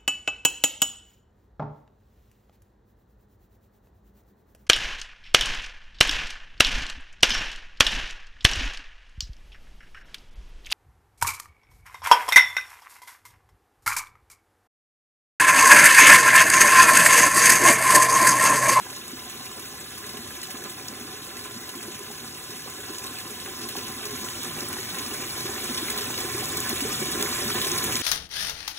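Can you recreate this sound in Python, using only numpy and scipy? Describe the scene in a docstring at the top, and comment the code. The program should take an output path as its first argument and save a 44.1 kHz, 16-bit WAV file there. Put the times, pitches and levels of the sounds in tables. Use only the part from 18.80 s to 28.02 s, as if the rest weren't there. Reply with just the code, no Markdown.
"""A thick jet of water falls into a tub of standing water; the level stays even, then rises and holds. Its torn
surface hisses and snaps: shaped noise in quick bursts, with short damped sines for bubbles. Churning water and
air dragged under excite the tub's resonances, and large bubbles gurgle. Two microphone ports hear the jet a
fraction of a millisecond apart, along with sound scattered by the walls."""
import sys
import numpy as np
from scipy import signal
from scipy.fft import rfft, irfft, next_fast_len
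from scipy.io import wavfile
from scipy.ndimage import uniform_filter1d

SR = 44100
rng = np.random.default_rng(int(sys.argv[2]) if len(sys.argv) > 2 else 0)


def ratio(d):
    """dB to gain"""
    e = np.asarray(d, float) / 20
    return 10 ** e


def pcm_store(signal):
    """Save signal as 16-bit PCM."""
    levels = np.round(np.clip(np.atleast_2d(signal), -1, 1) * 32767)
    wavfile.write(sys.argv[1], SR, levels.astype(np.int16).T)


N = 406602  # samples

# Sound scattered by the walls, unrelated at the two ports.
# Each row: frequency in Hz, relative density in dB per Hz.
WALL_SPECTRUM = [(40, -12), (150, -14), (300, 1.5), (650, -1), (1500, 1.5), (3000, 3), (5000, 0.5),
                 (9000, 2), (16000, -8)]
# Rumble that drives the tub floor, ahead of the resonances.
# Each row: frequency in Hz, relative density in dB per Hz.
RUMBLE_SPECTRUM = [(20, -26), (40, 5.5), (60, -9), (100, -1), (160, 0), (230, -31.5)]
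# Noise that the plunging jet feeds into the tub, ahead of the resonances.
# Each row: frequency in Hz, relative density in dB per Hz.
PLUNGE_SPECTRUM = [(130, -18), (200, -0.5), (500, 0), (1500, -3.5), (3000, -14.5), (4500, -21.5)]
# Course of the plunge against the spray.
# Each row: time in seconds, relative level in dB.
CHURN_COURSE = [(0, -1.5), (1.2, -.3), (2.8, 1.5), (3.8, -1), (4.75, -0.1), (5.9, 0.15), (7.2, 0.1),
                (7.8, .2), (9.22, -1)]
# Resonances of tub and water.
# Each row: centre in Hz, width in Hz, relative level in dB, left minus right in dB.
TUB_RESONANCES = [(67.4, 23.7, -3, -1.5), (91, 26.7, -1, -1), (122, 6.8, 1, 0), (152.4, 11, -3, -0.5),
                  (237.6, 52.6, -0.5, -1.5), (352, 23.3, 1.5, -1.5), (412, 18.2, 1, -4), (517, 47, -11, 6),
                  (580.3, 19.3, -10.5, -14), (756.6, 63, -6.5, -2), (1019.5, 19, 1.5, -1.5),
                  (1070, 12.3, 1, -8), (1190, 45, -8.5, 12.5), (1241, 22, -4.5, -2), (1375, 42, -4.5, -3),
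                  (1512, 36, -2.5, -1.5), (1718, 49, -0.5, -2.5), (1790, 8.3, 0.5, -3),
                  (1947, 39, -6.5, -16.5), (2295, 56, -1, -12), (2312, 44, -3.5, -25),
                  (2660, 13, -4, -29.5), (3550, 190, -5.5, -22.5)]
# The biggest pockets of air closing under water. # Each row: start in seconds, nominal peak over the overall
# level in dB, starting pitch in Hz.
GULP_EVENTS = [(0.332, 13, 242), (1.389, 12, 220), (1.742, 12.5, 274), (2.195, 10, 360), (2.247, 10, 284),
               (2.953, 13, 263), (3.08, 17.5, 330), (3.303, 13, 735), (3.877, 15.5, 1080), (4.719, 10, 333),
               (4.845, 9, 362), (4.953, 17, 1000), (4.955, 13, 740), (4.957, 12, 300), (5.987, 11.5, 352),
               (6.653, 14, 350), (7.028, 9, 350), (7.279, 7, 230), (7.447, 12, 354), (7.547, 15, 348),
               (7.928, 15, 340), (8.05, 12.5, 412), (8.218, 15, 347), (8.525, 10.5, 1070), (8.655, 10, 213),
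               (8.865, 11.5, 370), (9.059, 11, 243)]
# The clearest splashes. # Each row: start in seconds, nominal level of its snaps over the overall level in dB,
# central pitch in Hz.
SPLASH_EVENTS = [(0.280, 18, 9000), (0.7791, 4.5, 1750), (1.6162, 17, 7000), (2.0832, 21, 5970),
                 (4.146, 15, 6460), (4.1829, 20, 6560), (4.658, 10.5, 2170), (5.254, 16, 6300),
                 (5.485, 11.5, 2660), (5.6315, 18.5, 10000), (5.806, 18, 7400), (5.8865, 17.5, 10400),
                 (6.4367, 5.5, 1790), (7.0823, 10.5, 2300), (7.6554, 14, 6850), (7.7697, 21, 11000),
                 (7.8027, 17.5, 10200), (7.8927, 19.5, 11600), (8.1194, 11, 6500), (8.4252, 20.5, 6440),
                 (8.702, 5, 1670), (8.9161, 17.5, 6450), (9.1544, 17, 6360)]
# Hiss of the spray, ahead of its bursts.
# Each row: frequency in Hz, relative density in dB per Hz.
SPRAY_SPECTRUM = [(500, -30), (1200, -7), (2500, -2), (3500, 0), (5000, 0), (7300, -1.5), (8700, 1),
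                  (10000, -1.5), (11200, -3.5), (13000, -5), (16000, -5)]
# Phase by which the right port lags the left (negative: leads).
# Each row: frequency in Hz, lag in radians.
PORT_LAG = [(0, 0), (450, -.2), (1000, .2), (2000, .6), (3000, 1.5), (4720, np.pi), (15400, 6 * np.pi),
            (22050, 9.1 * np.pi)]
# Bell-shaped changes of colour as the microphone tilts over the tub.
# Each row: centre in Hz, width in Hz, gain before in dB, gain after in dB.
TILT_COLOUR = [(740, 34, 1, -0.5), (1630, 59, 1.5, -0.5), (1885, 70, -2.5, 3), (1980, 43, 2.5, -1.5),
               (2294, 63, -0.5, 4.5), (2660, 89, 0.5, -1.5), (3450, 80, -0.5, 1.5), (3926, 290, 2, 1.5)]


def unit(x):
    """Normalisation: scales to rms 1."""
    return x / np.sqrt(np.mean(x ** 2) + 1e-20)


def along(points, hz):
    """Logarithmic frequency scale: reads (Hz, value) points at the frequencies hz."""
    point_hz, value = np.transpose(points)
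    return np.interp(np.log(hz + 1), np.log(point_hz + 1), value)


def filtered(x, response):
    """Linear filtering: multiplies the spectrum of x by a complex response of frequency."""
    size = next_fast_len(N + SR // 2)
    spectrum = rfft(x, size) * response(np.fft.rfftfreq(size, 1 / SR))
    return irfft(spectrum, size)[..., :N]


def rush(spectrum, patchy_db, channels=1):
    """Turbulence noise: coloured, of rms 1, with random gain in patches of time and frequency."""
    z = signal.stft(rng.standard_normal((channels, N)), nperseg=256)[2]
    field = rng.standard_normal(z.shape[1:])
    field = uniform_filter1d(field, size=8, axis=0)
    field = uniform_filter1d(field, size=6, axis=1)
    noise = signal.istft(z * ratio(patchy_db * unit(field)), nperseg=256)[1][:, :N]
    return unit(filtered(noise, lambda hz: ratio(along(spectrum, hz))))


def grains(s, gain, hz, cycles, rise, size):
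    """Bubble ringing: damped sines with a soft start, rising in pitch as the bubble nears the surface."""
    turn = np.arange(size) / SR * hz[:, None]  # cycles elapsed, one row per bubble
    life = turn / cycles
    envelope = gain[:, None] * np.exp(-life) * (1 - np.exp(-2 * turn))
    wave = envelope * np.sin(2 * np.pi * turn * (1 + rise * life))
    at = (s * SR).astype(int)[:, None] + np.arange(size)
    return np.bincount(at.ravel(), wave.ravel(), N + size)[:N]


def shower(count, centre_hz, spread, cycles, rise, tail_db, size):
    """Bubble population: random grains of rms 1 in all, log-normal in pitch, a few much larger."""
    when, big = rng.random((count, 2)).T
    big = np.minimum(big, .99)  # bounds the largest bubbles
    hz = np.clip(centre_hz * np.exp(spread * rng.standard_normal(count)), 60, SR / 3)
    gain = ratio(-tail_db * np.log(1 - big))
    return unit(grains(when * N / SR, gain, hz, cycles, rise, size))


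def surges(count, fade_s, depth):
    """Intermittency: gain that jumps at an uneven but unbroken pace and fades again."""
    late, size = rng.random((count, 2)).T
    start = ((np.arange(count) + late) * N / count).astype(int)
    kicks = np.bincount(start, size ** 3, N)
    t = np.arange(SR // 8) / SR
    pulse = np.exp(-t / fade_s) * (1 - np.exp(-t / 0.0011))
    return 1 + depth * signal.fftconvolve(kicks, pulse)[:N]


def with_lesser(rows, count, level_db, spread_db, centre_hz, spread):
    """Event population: the listed events and further random ones scattered about a common level and pitch."""
    when = rng.random(count)
    size, pitch = rng.standard_normal((count, 2)).T
    db = level_db + spread_db * size
    hz = centre_hz * np.exp(spread * pitch)
    return np.vstack([rows, np.transpose([when * N / SR, db, hz])])


def loudness_db(s):
    """Overall level: runs evenly, rises at a steady pace in dB, then holds."""
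    even_db, swell_db_per_s = -44.5, 2
    swell_from_s, hold_from_s = 3.556, 8.7
    return even_db + swell_db_per_s * (np.clip(s, swell_from_s, hold_from_s) - swell_from_s)


def loudness(over=((0, 0),)):
    """Overall level as a gain per sample, with an optional (s, dB) curve on top."""
    s = np.arange(N) / SR
    return ratio(loudness_db(s) + np.interp(s, *np.transpose(over)))


def walls(bursts):
    """Diffuse scattering: noise independent at each port follows the bursts of the jet."""
    scattered = bursts * rush(WALL_SPECTRUM, patchy_db=-2.5, channels=2)
    return loudness() * ratio(-3.0) * unit(scattered)


def tub(drive):
    """Modal resonance: each mode rings in the drive and reaches each port at its own strength."""
    side = np.array([[.5], [-.5]])  # left, right

    def modes(f):
        total = 0
        for k, (centre, width, db, pan_db) in enumerate(TUB_RESONANCES):
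            mode = 1j * f * width / (centre * centre - f * f + 1j * f * width)
            total = total + (-1) ** k * ratio(db + side * pan_db) * mode  # alternating polarity
        return total

    return ratio(6.5) * filtered(drive, modes)


def plunge():
    """Forced vibration: churning water, bubbles and floor rumble drive the tub."""
    churn = surges(count=160, fade_s=0.021, depth=1.84) * rush(PLUNGE_SPECTRUM, patchy_db=1.5)[0]
    bubbles = shower(count=2200, centre_hz=1312, spread=.75, cycles=5.4, rise=0.021, tail_db=2.5, size=1200)
    water = loudness(CHURN_COURSE) * (unit(churn) + ratio(-5.5) * bubbles)
    # the heavy tub floor follows only the slow change of the overall level
    rumble = loudness() * ratio(-9.0) * rush(RUMBLE_SPECTRUM, patchy_db=-1.1)[0]
    return tub(water + rumble)


def gulps():
    """Volume oscillation of trapped air: large bubbles ring a few cycles."""
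    rows = with_lesser(GULP_EVENTS, count=16, level_db=7.5, spread_db=1.5, centre_hz=312, spread=0.25)
    s, db, hz = rows.T
    return grains(s, ratio(loudness_db(s) + db), hz, cycles=3.24, rise=0.0283, size=4096)


def splashes():
    """Clustered bubble ringing: each splash is a short group of snaps around its pitch."""
    rows = with_lesser(SPLASH_EVENTS, count=18, level_db=2.5, spread_db=1.0, centre_hz=2780, spread=0.53)
    s, db, hz = np.repeat(rows, repeats=14, axis=0).T
    late, detune, size = rng.standard_normal((len(s), 3)).T
    start = s + .002 * abs(late)
    gain = ratio(loudness_db(s) + db + 2 * size)
    pitch = np.clip(hz * np.exp(0.29 * detune), 500, SR / 3)
    return grains(start, gain, pitch, cycles=2.67, rise=0.018, size=256)


def spray(bursts):
    """Surface break-up: hiss and tiny snapping bubbles burst together, fine and coarse spray partly apart."""
    hiss = rush(SPRAY_SPECTRUM, patchy_db=2.5)[0]
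    fizz = shower(count=7000, centre_hz=7510, spread=.55, cycles=8.1, rise=0.014, tail_db=3.0, size=320)
    foam = bursts * (hiss + ratio(-8.0) * fizz)
    fine = filtered(foam, lambda hz: 1 / (1 + (7500 / (hz + 1)) ** 4))  # treble part
    coarse = foam - fine
    fine = surges(count=300, fade_s=0.0049, depth=0.97) * fine
    coarse = surges(count=300, fade_s=0.0049, depth=0.97) * coarse
    return loudness() * ratio(5.5) * unit(fine + coarse)


def rim(x, count, span_s, echo_db):
    """Comb interference: weak quick echoes from the sides of the tub ripple the spectrum."""
    late, size = rng.random((count, 2)).T
    delay = (late * span_s * SR).astype(int) + 60
    taps = np.bincount(delay, ratio(echo_db) * (2 * size - 1))
    taps[0] = 1  # direct sound
    return signal.fftconvolve(x, taps / np.linalg.norm(taps))[:N]


def ports(x):
    """Path difference: opposite half phase shifts make the right port lag the left."""
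    half = np.array([[.5], [-.5]])
    return filtered(x, lambda hz: np.exp(1j * np.interp(hz, *np.transpose(PORT_LAG)) * half))


def tilt(x):
    """Directional colouring: the sound cross-fades from one colour to another as the microphone tilts."""
    middle_s, lasts_s = 5.5, 0.45

    def heard(column):
        def gain(hz):
            return ratio(sum(row[column] * np.exp(-((hz - row[0]) / row[1]) ** 2) for row in TILT_COLOUR))
        return filtered(x, gain)

    after = np.clip((np.arange(N) / SR - middle_s) / lasts_s + .5, 0, 1)
    return (1 - after) * heard(column=2) + after * heard(column=3)


def joint_stereo(x, margin_db, from_hz):
    """Stereo thinning: in each treble band and frame, the ports' sum or difference drops out when the other is
    much stronger."""
    sum_and_difference = np.array([x[0] + x[1], x[0] - x[1]]) / 2
    hz, _, z = signal.stft(sum_and_difference, SR, nperseg=2048)
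    band = np.arange(len(hz)) // 16
    power = np.add.reduceat(abs(z) ** 2, np.arange(0, len(hz), 16), axis=1)[:, band]
    keep = (power > ratio(-2 * margin_db) * power[::-1]) | (hz < from_hz)[:, None]
    mid, side = signal.istft(z * keep, SR, nperseg=2048)[1][:, :N]
    return np.array([mid + side, mid - side])


def scene():
    """Superposition: sound straight from the jet reaches the ports apart; the walls add diffuse sound."""
    bursts = surges(count=260, fade_s=0.0072, depth=1.96)
    bright = rim(spray(bursts) + splashes(), count=24, span_s=.022, echo_db=-21)
    direct = ports(plunge() + gulps() + bright)
    return tilt(direct + walls(bursts))


def roll_off(x):
    """The treble ends steeply here."""
    return signal.sosfilt(signal.butter(12, 17050, fs=SR, output="sos"), x)


def record(dry):
    """Band limitation: the recorder keeps nothing from 15750 Hz up; then the stereo treble is thinned."""
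    limited = filtered(dry, lambda hz: hz < 15750)
    thinned = joint_stereo(limited, margin_db=7.5, from_hz=4292)
    return roll_off(thinned)


dry = scene()
out = record(dry)
pcm_store(out)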